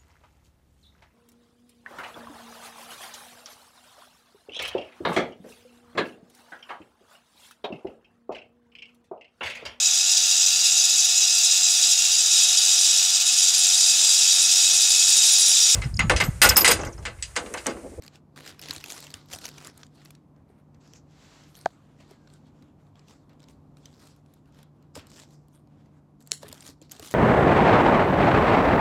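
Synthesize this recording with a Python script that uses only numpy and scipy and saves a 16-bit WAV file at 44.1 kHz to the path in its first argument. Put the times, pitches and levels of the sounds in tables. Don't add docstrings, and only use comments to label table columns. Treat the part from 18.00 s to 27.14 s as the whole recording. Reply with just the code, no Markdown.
import sys
import numpy as np
from scipy import signal
from scipy.fft import rfft, irfft, next_fast_len
from scipy.io import wavfile
from scipy.ndimage import uniform_filter1d

SR = 44100
rng = np.random.default_rng(int(sys.argv[2]) if len(sys.argv) > 2 else 0)


def nominal_scale(level):
    x = np.asarray(level, float) / 20
    return 10 ** x


def transcribe(u):
    v = np.clip(np.atleast_2d(u).T, -1, 1)
    q = np.round(v * 32767).astype(np.int16)
    wavfile.write(sys.argv[1], SR, q)


N = 403074
T = np.arange(N) / SR

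# f/Hz, relative density level/dB
ROOM_SPECTRUM = [(25, -38.5), (40, -9.5), (60, -6), (96, -3), (151, -7), (194, -4), (290, -5), (400, -15.5),
                 (751, -19.5), (1100, -23.5), (1500, -35), (3000, -44.5), (7900, -49.5), (8700, -53.5),
                 (13800, -53.5), (16000, -74)]
# f/Hz, mean amplitude level/dB, wavering rate/s^-1
HUM_LINES = [(93.3, -78, 28), (147.3, -56.5, 16), (257, -74.5, 29), (293, -70.5, 11)]
# t/s, f/Hz, amplitude level/dB
WHISTLE_PATH = [(3.96, 1960, -95), (4.0, 1910, -74), (4.08, 1850, -75), (4.1, 1720, -88), (4.14, 1665, -75),
                (4.34, 1530, -76), (4.38, 1500, -95)]
# t/s, mean rms level/dB
SLIDE_LEVELS = [(3.03, -87), (3.12, -66), (3.25, -58), (3.34, -58), (3.45, -60), (3.5, -66), (3.56, -83)]
# f/Hz, relative density level/dB
SLIDE_SPECTRUM = [(300, 0), (900, -1.5), (2000, -4), (4500, -5.5), (7600, -9), (8600, -20), (14000, -28),
                  (16000, -40)]
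# t/s, rms level before decay/dB, t60/ms
BLADE_SCRAPES = [(8.311, -36, 70), (8.3195, -27.5, 9.8), (8.329, -34, 51), (8.335, -42.5, 240)]
# f/Hz, relative level/dB, t60/ms
BLADE_MODES = [(2150, -17, 6), (3300, -14, 3.5), (4300, 0, 3.2), (5440, -5, 5.5), (7150, -2.5, 4.5),
               (7700, -5, 3), (9750, -11, 4.5), (14500, -34, 4)]
# t/s, mode level/dB, f/Hz, t60/ms, level of the jolt through the phone/dB
SOFT_BUMPS = [(0.696, -28, 275, 30, -37), (0.765, -34, 323, 28, -36), (1.14, -42, 276, 44, -35.5),
              (1.333, -40.5, 553, 67, -36.5), (2.499, -45, 427, 35, -75), (4.112, -35, 400, 32, -59),
              (6.964, -26.5, 519, 23, -47), (6.975, -33, 266, 40, -38.5), (6.973, -32, 610, 30, -53),
              (8.317, -38, 436, 53, -52), (8.431, -27, 567, 22, -55), (8.442, -42, 416, 130, -42),
              (8.499, -37.5, 257, 51, -38), (8.528, -36.5, 615, 23, -54), (8.69, -33, 280, 27, -45),
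              (8.816, -39.5, 315.6, 65, -55), (8.996, -35.5, 433, 49, -40), (9.025, -33, 314, 37, -56),
              (9.11, -38, 583, 25, -49)]
# f/Hz, relative level/dB, t60/ms
POT_MODES = [(692, -1, 25), (729, -4.5, 25), (980, -2, 13), (1220, -1, 8.2), (1570, -2.5, 10.7),
             (2430, -21, 7.8), (3100, -21, 10), (4400, -16, 4.7), (6500, -13.5, 1.8)]
# t/s, peak level of the bright part/dB, ring f/Hz, airy part re bright part/dB
CLEAR_CRACKS = [(0.022, -36.5, 4800, -6), (0.0373, -39.5, 7240, -11), (0.0633, -37.5, 4370, -2.5),
                (0.0789, -33.5, 4160, -11), (0.1567, -39, 5400, -9), (0.3606, -42, 1690, -7),
                (0.4612, -35, 1550, -8), (0.4761, -27.5, 3320, -12), (0.5132, -38.5, 3330, -22),
                (0.593, -33.5, 4560, -2), (0.615, -30, 5040, -1.5), (0.625, -28, 2800, -16),
                (0.685, -27, 5100, -11), (0.7083, -16.5, 4440, -8), (0.735, -33.5, 7500, 6),
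                (0.7477, -30, 2410, -4), (0.7522, -41, 6000, -13), (0.7624, -23.5, 3550, -23),
                (0.7806, -30.5, 4200, -8), (0.8024, -38, 6000, -10), (0.8106, -37, 3350, -11),
                (0.84, -22.5, 2490, -6.5), (0.8599, -31.5, 1700, -5), (0.9022, -22.5, 5900, -7),
                (0.907, -36, 6000, -3), (0.9134, -29, 6900, -2), (0.9212, -21, 6800, -8),
                (0.9304, -31, 6650, -7), (0.966, -44, 2500, -14), (0.9779, -32, 6500, -13),
                (1.0033, -36, 8060, 4), (1.042, -37, 7920, -1), (1.068, -32.5, 3100, -9),
                (1.1033, -36, 4110, -10), (1.1134, -40, 4380, -7), (1.1398, -25, 3200, -38),
                (1.2132, -49, 2360, -13), (1.2585, -50, 4000, -1), (1.2858, -45, 3000, -10),
                (1.314, -35, 2360, -9), (1.3285, -28, 3960, -6), (1.3337, -21, 6440, -4),
                (1.339, -29, 3020, -13), (1.348, -30, 5270, -13), (1.3867, -30, 5800, -2),
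                (1.412, -42, 5000, 0), (1.4155, -37, 4500, -14), (1.4414, -29, 1680, -16),
                (1.4544, -19, 5470, -7), (1.465, -28, 3000, -4), (1.4804, -31, 5480, -6),
                (1.4888, -27.5, 5400, -2), (1.517, -47, 3000, -10), (1.5731, -44, 3200, -18),
                (1.5812, -32.5, 2530, -13), (1.6471, -30.5, 7600, -15), (1.671, -26.5, 7000, -4),
                (1.7417, -52, 4000, -8), (1.7764, -42.5, 7940, 7), (1.8318, -34, 1750, -23),
                (1.866, -44, 7400, -11), (1.964, -65, 4000, -10), (2.0166, -46, 2200, -20),
                (2.05, -48, 2430, 5.5), (2.057, -38.5, 2380, -13), (2.1056, -41, 2170, 2),
                (2.1505, -46, 3900, -19), (2.363, -61.5, 2000, -15), (2.745, -52.5, 2110, -16),
                (2.8759, -47, 5700, -12), (2.9351, -36, 5740, -10), (3.11, -57, 5600, -12),
                (3.436, -49, 5500, -15), (3.5525, -38, 5740, -15), (3.561, -45, 5900, -13),
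                (3.6118, -40, 8100, -20), (4.1095, -45.5, 1910, -3.5), (4.2738, -48.5, 1620, -20),
                (4.301, -49, 4200, -13), (4.3371, -43.5, 7500, -13), (4.624, -48.5, 4530, -9),
                (4.868, -59, 4000, -10), (4.956, -48, 1470, -17), (4.9935, -45, 4530, -22),
                (5.083, -45.5, 3000, -12), (5.2943, -51.5, 2340, -11), (5.3321, -55, 2360, -13),
                (5.395, -54, 2000, -14), (5.4024, -49, 3600, -16), (5.4204, -50, 3500, -12),
                (5.429, -50, 5000, -9), (5.44, -46.5, 4500, -16), (5.4854, -42, 5960, -5.5),
                (5.7695, -42.5, 2500, -20), (5.8563, -35.5, 5500, -12), (5.939, -51, 4000, -10),
                (6.072, -44, 7500, -3), (6.1619, -62, 1710, 5), (6.2612, -56, 3030, -21),
                (6.3374, -49.5, 6400, 0), (6.457, -59.5, 3000, -8), (6.523, -58, 3000, -12),
                (6.545, -52.5, 3500, -8), (6.588, -49, 3590, -11), (6.6293, -50, 1520, -1),
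                (6.8256, -54, 2630, -9), (6.9535, -31, 7000, -6), (6.9729, -37, 2200, -13),
                (7.0686, -41.5, 7560, -5), (7.1015, -41, 6400, -9), (7.1714, -41, 6030, -12),
                (7.3073, -50, 6060, -4), (7.4834, -58, 7940, 2), (7.531, -61, 6000, -8),
                (7.549, -55, 7900, -5), (7.673, -59, 1570, -9), (7.859, -57.5, 1790, -9),
                (8.2052, -50, 7800, -2), (8.2243, -47.5, 7610, -4), (8.2637, -52, 7500, -8),
                (8.2734, -38.5, 7530, -0.5), (8.43, -35, 1870, -6), (8.46, -47, 6500, -9),
                (8.4818, -43, 1840, 5.5), (8.4882, -36, 6920, 0), (8.515, -39, 2480, -6),
                (8.527, -28, 7470, -4), (8.578, -43, 3290, -16), (8.6063, -36, 7100, -19),
                (8.6237, -38, 5050, -8), (8.6646, -32.5, 6240, -5), (8.677, -33, 6000, -8),
                (8.6898, -37.5, 4800, -19), (8.7034, -43, 4750, -24), (8.8157, -40.5, 7050, -19),
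                (8.8238, -39, 6030, -6), (8.8954, -46, 4640, -6), (8.9125, -34.5, 5570, -19),
                (8.917, -30, 7240, 4), (8.964, -39, 3200, -10), (8.996, -29.5, 6760, -4.5),
                (9.0257, -34, 3180, -10), (9.0473, -38, 3350, -11), (9.0745, -35, 5770, -18),
                (9.111, -26.5, 7010, -2)]
# t of the maximum/s, rise/s, fall/s (both span 20 dB),
# nominal level from 1.5 to 8 kHz/dB, air above 8 kHz re that level/dB, brightest f/Hz
RUB_STROKES = [(0.034, 0.023, 0.092, -56, -10.5, 3720), (.155, .07, .045, -58.5, -15.5, 3480),
               (.366, .006, 0.35, -51.5, -11, 2800), (.49, 0.11, 0.042, -50, -6.5, 4270),
               (0.623, 0.008, 0.23, -47, -13, 3780), (.7, 0.05, .1, -42, -15, 3530),
               (.76, .15, .15, -52, -5, 3830), (0.912, 0.12, .3, -45.5, -8, 4630),
               (1.03, 0.3, .09, -54, -13, 4900), (1.15, .02, 0.064, -52.5, -7, 4100),
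               (1.29, .012, .1, -65, -11, 3500), (1.34, 0.055, .06, -41.5, -7.5, 4800),
               (1.46, .1, .11, -45.5, -10, 4700), (1.673, .3, 0.059, -51, -10, 3160),
               (1.8, .2, .12, -60.5, -10.5, 4050), (1.948, .012, .1, -69, -3, 6500),
               (2.07, .25, 0.13, -62.5, -10.5, 3400), (2.379, 0.081, 0.19, -78, -21, 2030),
               (2.499, .045, .055, -72, -6, 2180), (2.594, 0.096, 0.063, -76, -4, 2200),
               (2.755, .05, 0.082, -74, -22, 2190), (2.81, 0.011, 0.11, -65, -29, 4900),
               (2.855, 0.046, 0.16, -63, -18.5, 5430), (2.96, 0.042, 0.05, -59, -17.5, 5300),
               (3.509, .1, .1, -74.5, 1.5, 4000), (3.564, 0.035, .15, -65.5, -1.5, 5150),
               (3.621, .15, 0.21, -61, -8.5, 4260), (3.9, .6, .3, -70.5, -16, 2820),
               (4.006, .08, 0.107, -60, -15.5, 3100), (4.121, .15, .11, -63, -14, 3860),
               (4.349, 0.17, 0.12, -67, -12, 3900), (4.469, 0.042, 0.056, -65, -18.5, 3560),
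               (4.63, 0.29, 0.15, -71.5, -17, 3160), (4.805, .08, .4, -75, -16.5, 2970),
               (4.968, 0.025, 0.23, -65.5, -27, 2800), (5.11, 0.081, .12, -59.5, -13, 4400),
               (5.305, 0.015, .08, -66.5, -32, 2500), (5.434, 0.048, 0.052, -63, -21.5, 3630),
               (5.504, 0.037, .08, -62.5, -8.5, 4500), (5.78, 0.021, 0.064, -68, -6, 3660),
               (5.864, .05, 0.19, -62, -14, 4300), (6.069, 0.29, 0.12, -60, -8.5, 4500),
               (6.348, 0.33, .16, -75, -7.5, 3460), (6.475, .05, .055, -75, -9.5, 2600),
               (6.588, 0.09, .11, -62, -12, 3330), (6.84, .08, 0.078, -72.5, -28, 2700),
               (6.958, 0.014, 0.076, -46, -9.5, 5600), (6.99, .03, .12, -55.5, -24.5, 1700),
               (7.11, .07, 0.3, -59.5, -13, 5860), (7.202, .15, 0.087, -52.5, -11, 5460),
               (7.34, 0.14, .05, -65, -9.5, 5350), (7.554, .055, 0.09, -71, 2.5, 3610),
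               (7.718, 0.063, 0.54, -78, -23.5, 2800), (7.81, .1, 0.15, -73, -17, 3500),
               (7.978, .13, 0.042, -73, -15.5, 2400), (8.213, 0.022, .06, -65.5, -10, 6970),
               (8.276, .03, 0.12, -62, -18, 6940), (8.425, .018, 0.24, -56.5, -7, 5000),
               (8.549, .15, .12, -59, -7, 4300), (8.46, .05, .15, -57, -20.5, 1500),
               (8.67, 0.11, 0.075, -51, -2.5, 5050), (8.824, .012, .07, -60.5, -11.5, 4300),
               (8.918, 0.021, .11, -54, -6, 4860), (9.066, 0.15, 0.31, -50.5, -4.5, 4440),
               (9.139, 0.1, .3, -49, -5, 5300)]
# f/Hz, relative density level/dB
RUSTLE_SPECTRUM = [(240, 9), (800, 3.5), (1500, 2), (3000, -5.5), (6100, -4.5), (7400, -2), (8800, -6.5),
                   (13500, -13), (16000, -26)]
BAND_CENTRES = np.r_[8000 * 2 ** (-np.arange(16, -1, -1) / 3.2), 8500, 10000, 12000, 14000, 16500]


def level(x, db):
    return x * nominal_scale(db) / np.sqrt(np.mean(x ** 2))


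def colour(x, points):
    hz, db = np.transpose(points)
    size = next_fast_len(x.shape[-1])
    f = np.maximum(np.arange(size // 2 + 1) * SR / size, 1)
    gain = nominal_scale(np.interp(np.log(f), np.log(hz), db))
    return irfft(rfft(x, size) * gain, size)[..., :x.shape[-1]]


def band(x, lo_hz, hi_hz):
    sos = signal.butter(3, [lo_hz, min(hi_hz, SR / 2.1)], "band", fs=SR, output="sos")
    return signal.sosfilt(sos, x)


def split(x):
    size = next_fast_len(N)
    log_f = np.log(np.arange(1, size // 2 + 2) * SR / size)
    spectrum = rfft(x, size)
    bands = []
    for row in np.eye(len(BAND_CENTRES)):
        weight = np.interp(log_f, np.log(BAND_CENTRES), row, left=0, right=0)
        bands.append(irfft(spectrum * weight, size)[:N])
    return bands


def walk(rate):
    hold = int(SR / rate)
    steps = np.repeat(rng.standard_normal(N // hold + 1), hold)
    w = uniform_filter1d(uniform_filter1d(steps, hold), hold)[:N]
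    return w / w.std()


def add(out, s, x):
    i = int(s * SR)
    out[i:i + len(x)] += x[:N - i]


def fade(t60_ms, size=4096):
    return np.exp(-np.log(1000) * np.arange(size) / SR * 1000 / max(t60_ms, 1))


def ring(modes, lag, swell):
    out = np.zeros(8192)
    for hz, db, t60_ms in modes:
        turns = np.arange(4096) / SR * hz
        attack = 1 - np.exp(-turns / swell)
        add(out, lag / hz, nominal_scale(db) * fade(t60_ms) * attack * np.sin(2 * np.pi * turns))
    return out


def room():
    air = level(colour(rng.standard_normal(N), ROOM_SPECTRUM), -57.5) * nominal_scale(.8 * walk(3))
    hum = 0
    for hz, db, rate in HUM_LINES:
        loudness = nominal_scale(db + 2.4 * walk(rate))
        hum = hum + loudness * np.sin(2 * np.pi * hz * T + 0.22 * walk(rate))
    return air + hum


def whistle():
    s, hz, db = np.transpose(WHISTLE_PATH)
    phase = 2 * np.pi * np.cumsum(np.interp(T, s, hz)) / SR
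    return nominal_scale(np.interp(T, s, db, left=-140, right=-140)) * np.sin(phase)


def slide():
    s, db = np.transpose(SLIDE_LEVELS)
    hiss = level(colour(rng.standard_normal(N), SLIDE_SPECTRUM), 0)
    return hiss * nominal_scale(np.interp(T, s, db, left=-140, right=-140) + .7 * walk(29.7))


def scrape():
    out = np.zeros(N)
    modes = [(hz, 0.45 * db, 3.5) for hz, db, _ in BLADE_MODES[:-1]]
    for (s, db, t60_ms), noise in zip(BLADE_SCRAPES, rng.standard_normal((len(BLADE_SCRAPES), 8192))):
        grit_db = 2.0 * walk(600)[:8192]
        rung = signal.fftconvolve(noise * nominal_scale(grit_db), ring(modes, lag=0, swell=.8))[:8192]
        add(out, s, level(rung, db) * fade(t60_ms, size=8192))
    return out


def blows():
    out = np.zeros(N)
    for s, db, hz, t60_ms, jolt_db in SOFT_BUMPS:
        modes = [(hz, db, t60_ms), (1.6 * hz, db - 1.5, 0.5 * t60_ms), (90, jolt_db, 100)]
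        add(out, s, ring(modes, lag=0, swell=0.76))
    knock_s, knock_db = 3.6585, -8.5
    add(out, knock_s, nominal_scale(knock_db) * ring(POT_MODES, lag=0.824, swell=0.49))
    snip_s, snip_db = 8.3177, -4
    add(out, snip_s, -nominal_scale(snip_db) * ring(BLADE_MODES, lag=.5, swell=.6))
    return out


def below_top(t, s, rise, fall):
    roundness = 1.23
    distance = np.where(t < s, (s - t) / max(rise, .005), (t - s) / max(fall, .005))
    return -20 * distance.clip(0) ** roundness


def ticks(count):
    tick_db, spread_db, tick_air_db, spread_octaves = 4, 2.5, -9.5, 0.55
    rows = []
    all_draws = rng.standard_normal((len(RUB_STROKES), count, 3))
    for (s, rise, fall, db, air_db, hz), draws in zip(RUB_STROKES, all_draws):
        for when, size, pitch in draws:
            t = s + 0.5 * when * (fall if when > 0 else rise)
            if 0 < t < T[-1]:
                rub_db = db + below_top(t, s, rise, fall)
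                peak_db = rub_db + tick_db + 0.36 * (air_db + 10.5) + spread_db * size
                ring_hz = np.clip(hz * 2 ** (spread_octaves * pitch), 1500, 8000)
                rows.append((t, peak_db, ring_hz, air_db + 12 + tick_air_db))
    return rows


def cracks():
    t60_4k_ms, t60_slope, t60_log_spread = 9.5, -.4, .25
    echo_gain, echo_ms = .45, .9
    out = np.zeros(N)
    onset = 1 - fade(.6, size=2048)
    rows = CLEAR_CRACKS + ticks(count=2)
    for (s, db, hz, air_db), (chance, gap, *noise) in zip(rows, rng.standard_normal((len(rows), 2050))):
        t60_ms = t60_4k_ms * (hz / 4000) ** t60_slope * np.exp(t60_log_spread * chance)
        burst = noise * onset * (fade(t60_ms, size=2048) + 0.049 * fade(4 * t60_ms, size=2048))
        lag = int(echo_ms * SR / 1000 * 1.6 ** gap)
        burst = burst + echo_gain * np.r_[np.zeros(lag), burst][:2048]
        narrow = 1.03 * band(burst, hz / 1.206, hz * 1.196)
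        bright = narrow + band(burst, hz / 2.4, min(3.2 * hz, 8200))
        parts = bright, band(burst, 400, 1900), band(burst, 6000, 13000)
        dull_db = -14 - 4 * np.log2(hz / 3000)
        crack = sum(nominal_scale(d) * p / np.abs(p).max() for d, p in zip((0, dull_db, air_db), parts))
        add(out, s, nominal_scale(db) * crack)
    return out


def slips(per_s, spread_db, t60_ms):
    sizes = nominal_scale(spread_db * rng.exponential(size=N).clip(0, 3.5))
    hits = (rng.random(N) < per_s / SR) * sizes
    power = signal.oaconvolve(hits ** 2, fade(t60_ms, size=1024) ** 2)[:N]
    return level(np.sqrt(power.clip(0)), 0)


def motion():
    rest_db, rest_air_db, rest_hz = -90, -6, 2500
    air_steeper = 1.43
    t = T[::64]
    mid, air = nominal_scale(rest_db + 0 * t) ** 2, nominal_scale(rest_db + rest_air_db + 0 * t) ** 2
    octave = mid * np.log2(rest_hz)
    for s, rise, fall, db, air_db, hz in RUB_STROKES:
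        down = below_top(t, s, rise, fall)
        power = nominal_scale(db + down) ** 2
        mid = mid + power
        octave = octave + power * np.log2(hz)
        air = air + nominal_scale(db + air_db + air_steeper * down) ** 2
    mid_db, bright_hz = 10 * np.log10(mid), 2 ** (octave / mid)
    body_db = -60.5 + 0.72 * (mid_db + 60) - 3.5 * np.log2(bright_hz / 4000)
    return [np.interp(T, t, c) for c in (mid_db, body_db, 10 * np.log10(air), bright_hz)]


def rustle():
    mid_db, body_db, air_db, bright_hz = motion()
    crackle = np.clip((air_db + 97) / 28, .25, 1) * np.clip((air_db - mid_db + 27.5) / 14, .2, 1)
    rub = nominal_scale(2.0 * walk(40)) * (1 - 0.36 * crackle)
    broad = slips(per_s=260., spread_db=2.8, t60_ms=9.)
    body, mid, air, power = 0, 0, 0, 0
    for hz, part in zip(BAND_CENTRES, split(colour(rng.standard_normal(N), RUSTLE_SPECTRUM))):
        pitched = slips(per_s=67.0, spread_db=2.0, t60_ms=21.0)
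        patches = nominal_scale((1.87 + 0.86 * crackle) * walk(25))
        snaps = crackle ** 2 * (0.7 * broad ** 2 + .3 * pitched ** 2)
        part = part * patches * np.sqrt(rub ** 2 + snaps)
        if hz < 1500:
            body = body + part
        elif hz < 8200:
            octaves = np.log2(hz / bright_hz)
            slope_db = np.where(octaves > 0, -8.0 * octaves, 5.2 * octaves)
            gain = nominal_scale(slope_db + 0.63 * np.exp(-(octaves / .25) ** 2))
            mid = mid + part * gain
            power = power + np.mean(part ** 2) * gain ** 2
        else:
            air = air + part
    mid = mid / np.sqrt(power)
    return level(body, -1.7) * nominal_scale(body_db) + mid * nominal_scale(mid_db - 3.0) + level(air, -0.35) * nominal_scale(air_db)


def scene():
    near = rustle() + cracks() + blows() + scrape() + slide()
    walls_db, walls_t60_ms = -33, 110
    walls = rng.standard_normal(16384) * fade(walls_t60_ms, size=16384)
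    tail = signal.fftconvolve(near, walls / np.sqrt(np.sum(walls ** 2)))[:N]
    return (near + nominal_scale(walls_db) * tail + whistle() + room())[None]


def band_limit(x):
    return signal.sosfilt(signal.butter(12, 16650, fs=SR, output="sos"), x)


def record(dry):
    mix = signal.sosfilt(signal.butter(2, 40, "high", fs=SR, output="sos"), dry)
    mix = signal.sosfilt(signal.ellip(8, .2, 70, 16400, fs=SR, output="sos"), mix)
    return band_limit(mix)


dry = scene()
out = record(dry)
transcribe(out)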